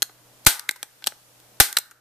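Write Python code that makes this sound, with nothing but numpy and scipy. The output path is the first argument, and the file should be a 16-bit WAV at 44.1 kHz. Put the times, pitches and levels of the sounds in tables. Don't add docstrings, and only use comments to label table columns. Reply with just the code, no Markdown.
import sys
import numpy as np
from scipy import signal
from scipy.fft import rfft, irfft
from scipy.io import wavfile
from scipy.ndimage import uniform_filter1d

SR = 44100
rng = np.random.default_rng(int(sys.argv[2]) if len(sys.argv) > 2 else 0)


def wav_out(sig):
    wavfile.write(sys.argv[1], SR, np.round(np.clip(np.atleast_2d(sig).T, -1, 1) * 32767).astype(np.int16))


N = 88288
TIME = np.arange(N) / SR

# (time [s], level of mid and of side [dB])
HISS_LEVEL = [(0, -60.5), (.45, -57), (.9, -58.5), (1.55, -57.5), (1.85, -60.5), (2, -68)]
# (frequency [Hz], relative density [dB])
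ROOM_TONE_COLOUR = [(30, -9), (80, -9), (125, -4), (200, -5), (330, -4), (650, -2.5), (1100, -7),
                    (2000, -15.5), (14000, -26)]
# (frequency [Hz], RMS level [dB])
HUM_PARTIALS = [(121.3, -65), (300, -74.5), (483, -75), (606, -73)]
# (frequency [Hz], density of early part and tail together [dB], tail t60 [s],
# side under mid [dB])
ROOM_BANDS = [(150, -39.5, .18, -11.5), (385, -37.5, 0.14, -14), (780, -12.5, 0.28, -16.5),
              (1150, -17.5, 0.61, -7.5), (1576, -18, 0.61, -4.5), (2200, -18, 0.28, -8),
              (4000, -19.5, 0.29, -2), (6000, -16.5, .25, -3), (9160, -18, 0.29, -2),
              (14000, -15.5, 0.26, -1)]
# (frequency [Hz], peak gain [dB], t60 [s])
BODY_MODES = [(842, -1, 0.028), (1578, 2.5, 0.014), (2040, -6, 0.003), (3500, -19, 0.011),
              (3996, -2, 0.0023), (8480, -7.5, 0.0026), (8500, -6, .12), (11480, -12, 0.16),
              (12500, -8, 0.0057), (15000, -19, 0.11)]
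RANGE_EDGES_HZ = [260, 1200, 2800, 5800, 15000]
RANGE_PAN_DB = [2.5, 3.5, 1.5, -.3]
RANGE_SIDE_DB = [-15.5, -5.5, -5, -6]
# (time [s], t60 of the click range [s], main resonance [Hz],
# its level [dB], knock [dB], clack [dB], click [dB], sizzle [dB])
LIGHT_CLICKS = [ (0.0211, 0.012, 3880, -6.5, -11, -8, 4.5, 4.5),
                (0.0271, 0.0074, 4230, 1, -16.5, -6, -12, 9),
                (0.0956, 0.015, 1420, -26, -23.5, -37, -38, -45),
                (0.449, 0.022, 4100, -32, -43, -36.5, -47, -19.5),
                (0.4624, 0.024, 3750, -23, -28.5, -17.5, -3, -3),
                (0.595, 0.012, 1500, -16, -20, -17, -3, 3), (0.6886, .02, 2000, -17, -42, -21, -24, -8),
                (.6915, 0.012, 2080, 11, -7, 4.5, -3, 9.5), (0.6919, 0.0077, 4000, 5.5, -25.5, 0, 4, 0),
                (0.7101, 0.019, 1575, -13, -14.5, -24, -5.5, 5),
                (.7600, 0.048, 980, -16.5, -23, -19.5, -18, -13.5),
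                (0.8291, 0.013, 3230, -3, -10, -7, -6, 3.5),
                (1.0225, .04, 1530, -25, -27.5, -23, -23.5, -28),
                (1.0415, 0.0084, 3330, -7, -25, -22.5, -7, -10),
                (1.0629, 0.088, 3960, -14, -28, -15, -15, -1.5),
                (1.0706, 0.011, 774, -6.5, -9.5, -1, 7, 10.5),
                (1.0758, 0.0049, 4130, 2.5, -6.5, -9, 1.5, 6),
                (1.1220, 0.012, 1340, -18.5, -18.5, -26, -54, -50),
                (1.4010, 0.0072, 5420, -39, -49, -50, -35, -31),
                (1.7275, .011, 6300, -6, -20, -7.5, -5.5, 4.5), (1.7684, 0.032, 1950, 6, -10.5, 3, 6.5, 17),
                (1.7707, 0.014, 3990, 11, -11, 11.5, 17, 9.5), (1.7853, 0.018, 485, -5.5, -4, -6, -1, 15.5),
                (1.9114, 0.0066, 7490, -37.5, -42.5, -27, -48, -14),
                (1.9145, 0.036, 1380, -17.5, -28, -26, -31, -21.5)]
# (time [s], level [dB], thump before its low cut [dB])
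SNAPS = [(0.4654, 24, 2.5), (1.6006, 23.5, -1)]
SNAP_COLOUR_DB = [-4, -2.5, -2.5, 6.5]
RATTLE_COLOUR_DB = [-19, -9.5, -5, 2]

ROOM_TONE_DB, ROOM_TONE_SIDE_DB = -60, -8
ROOM_DELAY_S, EARLY_DB, EARLY_T60_S = 0.0038, 1.5, 0.074
THUMP_AFTER_S, THUMP_WIDTH_S, THUMP_LOW_HZ, THUMP_PAN_DB = 0.0052, 0.0018, 30, -5.5
RIGHT_LEADS_S = 0.000012
CONTACT_RISE_S = 0.000089
BASS_RINGS_LONGER, RATTLE_BASS_LONGER = 0.062, 0.07
RESONANCE_LASTS = 0.75
SNAP_RING_S, RATTLE_T60_S = 0.013, 0.22
CRUNCH_AFTER_S, STOP_AFTER_S = 0.0024, 0.0052
CRUNCH_DB, STOP_DB, RATTLE_DB = -0.5, -7, -1
DUCK_ABOVE_DB, DUCK_SHARE, DUCK_MAX_DB = -13.5, 1, 12
DUCK_ATTACK_S, RECOVER_DB_PER_S = 0.0076, 16
OVERLOAD_TOP, CUTOFF_HZ = 0.81, 14400


def from_db(db):
    return 10 ** (np.asarray(db) / 20)


def pan(db):
    return from_db([[db / 2], [-db / 2]])


def decay(t, t60):
    return np.exp(-np.log(1000) * t / t60)


def unit_energy(x):
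    return x / np.sqrt(np.sum(x ** 2) / 2 + 1e-20)


def band(x, low_hz, high_hz, order):
    edges = [low_hz, min(high_hz, 0.47 * SR)]
    return signal.sosfilt(signal.butter(order, edges, "band", fs=SR, output="sos"), x)


def stereo_noise(side_db, size):
    mid, side = rng.standard_normal((2, size))
    return mid + from_db(side_db) * side * np.array([[1], [-1]])


def add(out, s, sound):
    start = int(s * SR)
    out[:, start:start + sound.shape[1]] += sound[:, :N - start]


def hiss():
    return stereo_noise(side_db=0.0, size=N) * from_db(np.interp(TIME, *np.transpose(HISS_LEVEL)))


def room_tone():
    hz, db = np.transpose(ROOM_TONE_COLOUR)
    bin_hz = np.fft.rfftfreq(N, 1 / SR)
    colour = from_db(np.interp(np.log(bin_hz + 1), np.log(hz), db))
    spectrum = rfft(stereo_noise(ROOM_TONE_SIDE_DB, size=N)) * colour
    air = unit_energy(irfft(spectrum, N)) * np.sqrt(N)
    return from_db(ROOM_TONE_DB) * air


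def hum():
    out = np.zeros(N)
    for hz, db in HUM_PARTIALS:
        out += np.sqrt(2) * from_db(db) * np.sin(2 * np.pi * (hz * TIME + rng.random()))
    return out


def room(x):
    t, response = TIME[:SR // 2], 0
    hz, *columns = np.transpose(ROOM_BANDS)
    edges = np.geomspace(110, 16000, 21)
    for low, high in zip(edges, edges[1:]):
        log_centre = np.log(low * high) / 2
        db, t60, side_db = (np.interp(log_centre, np.log(hz), column) for column in columns)
        dying = decay(t, t60) + from_db(EARLY_DB) * decay(t, EARLY_T60_S)
        reflections = stereo_noise(side_db, size=len(t)) * dying * (t > ROOM_DELAY_S)
        answer = unit_energy(band(reflections, low, high, order=3))
        band_share = np.sqrt(2 * (high - low) / SR)
        response = response + from_db(db) * band_share * answer
    mono = x.mean(axis=0)[None]
    return signal.fftconvolve(mono, response, axes=1)[:, :N]


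def thumps():
    pulses = np.zeros(N)
    for s, _, db in SNAPS:
        pulses += from_db(db) * np.exp(-((TIME - s - THUMP_AFTER_S) / THUMP_WIDTH_S) ** 2)
    low_cut = signal.butter(1, THUMP_LOW_HZ, "high", fs=SR, output="sos")
    return signal.sosfilt(low_cut, pulses + 1e-18) * pan(THUMP_PAN_DB)


def at_ports(x):
    delay = np.exp(-2j * np.pi * np.fft.rfftfreq(N, 1 / SR) * RIGHT_LEADS_S)
    return np.array([irfft(rfft(x[0]) * delay, N), x[1]])


def body(x):
    out = x.copy()
    for hz, db, t60 in BODY_MODES:
        radius, angle = decay(1 / SR, t60), 2 * np.pi * hz / SR
        poles = [1, -2 * radius * np.cos(angle), radius * radius]
        ringing = signal.lfilter([1, 0, -1], poles, x + 1e-18)
        out += from_db(db) * (1 - radius * radius) / 2 * ringing
    return out


def strike(t, t60):
    return (1 - np.exp(-t / CONTACT_RISE_S)) * decay(t, t60) + 1e-12


def contact(ring_s, colour_db, longer=BASS_RINGS_LONGER):
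    t, out = TIME[:SR // 3], 0
    ranges = zip(RANGE_EDGES_HZ, RANGE_EDGES_HZ[1:], colour_db, RANGE_PAN_DB, RANGE_SIDE_DB)
    for low, high, db, pan_db, side_db in ranges:
        t60 = ring_s * (RANGE_EDGES_HZ[-2] / high) ** longer
        burst = stereo_noise(side_db, size=len(t)) * strike(t, t60)
        out = out + from_db(db) * pan(pan_db) * unit_energy(band(burst, low, high, order=3))
    return out


def resonance(hz, t60):
    t = TIME[:SR // 5]
    ring = np.gradient(np.sin(2 * np.pi * hz * t) * strike(t, t60))
    pan_db = np.interp(hz, RANGE_EDGES_HZ[1:], RANGE_PAN_DB)
    return unit_energy(ring * pan(pan_db))


def add_snap(out, s, db):
    for after_s, part_db in [(0, 0), (CRUNCH_AFTER_S, CRUNCH_DB), (STOP_AFTER_S, STOP_DB)]:
        add(out, s + after_s, from_db(db + part_db) * contact(SNAP_RING_S, SNAP_COLOUR_DB))
    rattle = contact(RATTLE_T60_S, RATTLE_COLOUR_DB, longer=RATTLE_BASS_LONGER)
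    add(out, s + STOP_AFTER_S, from_db(db + RATTLE_DB) * rattle)


def stapler():
    out = np.zeros((2, N))
    for s, db, _ in SNAPS:
        add_snap(out, s, db)
    for s, ring_s, hz, db, *colour_db in LIGHT_CLICKS:
        add(out, s, from_db(db) * resonance(hz, RESONANCE_LASTS * ring_s))
        add(out, s, contact(ring_s, colour_db))
    return body(out)


def scene():
    direct = stapler()
    return at_ports(direct) + room(direct) + thumps() + room_tone() + hum()


def record(dry):
    power = np.abs(uniform_filter1d(np.mean(dry ** 2, axis=0), size=128))
    level_db = 10 * np.log10(power + 1e-12)
    wanted_db = np.clip(DUCK_SHARE * (level_db - DUCK_ABOVE_DB), 0, DUCK_MAX_DB)
    recovery_db = RECOVER_DB_PER_S * TIME
    held_db = np.maximum.accumulate(wanted_db + recovery_db) - recovery_db
    smoothing = np.exp(-1 / (DUCK_ATTACK_S * SR))
    duck_db = signal.lfilter([1 - smoothing], [1, -smoothing], held_db)
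    ducked = dry * from_db(-duck_db)
    clipped = OVERLOAD_TOP * np.tanh(ducked / OVERLOAD_TOP)
    top_cut = signal.ellip(10, 0.2, 60, CUTOFF_HZ, fs=SR, output="sos")
    return signal.sosfilt(top_cut, clipped + hiss())


dry = scene()
out = record(dry)
wav_out(out)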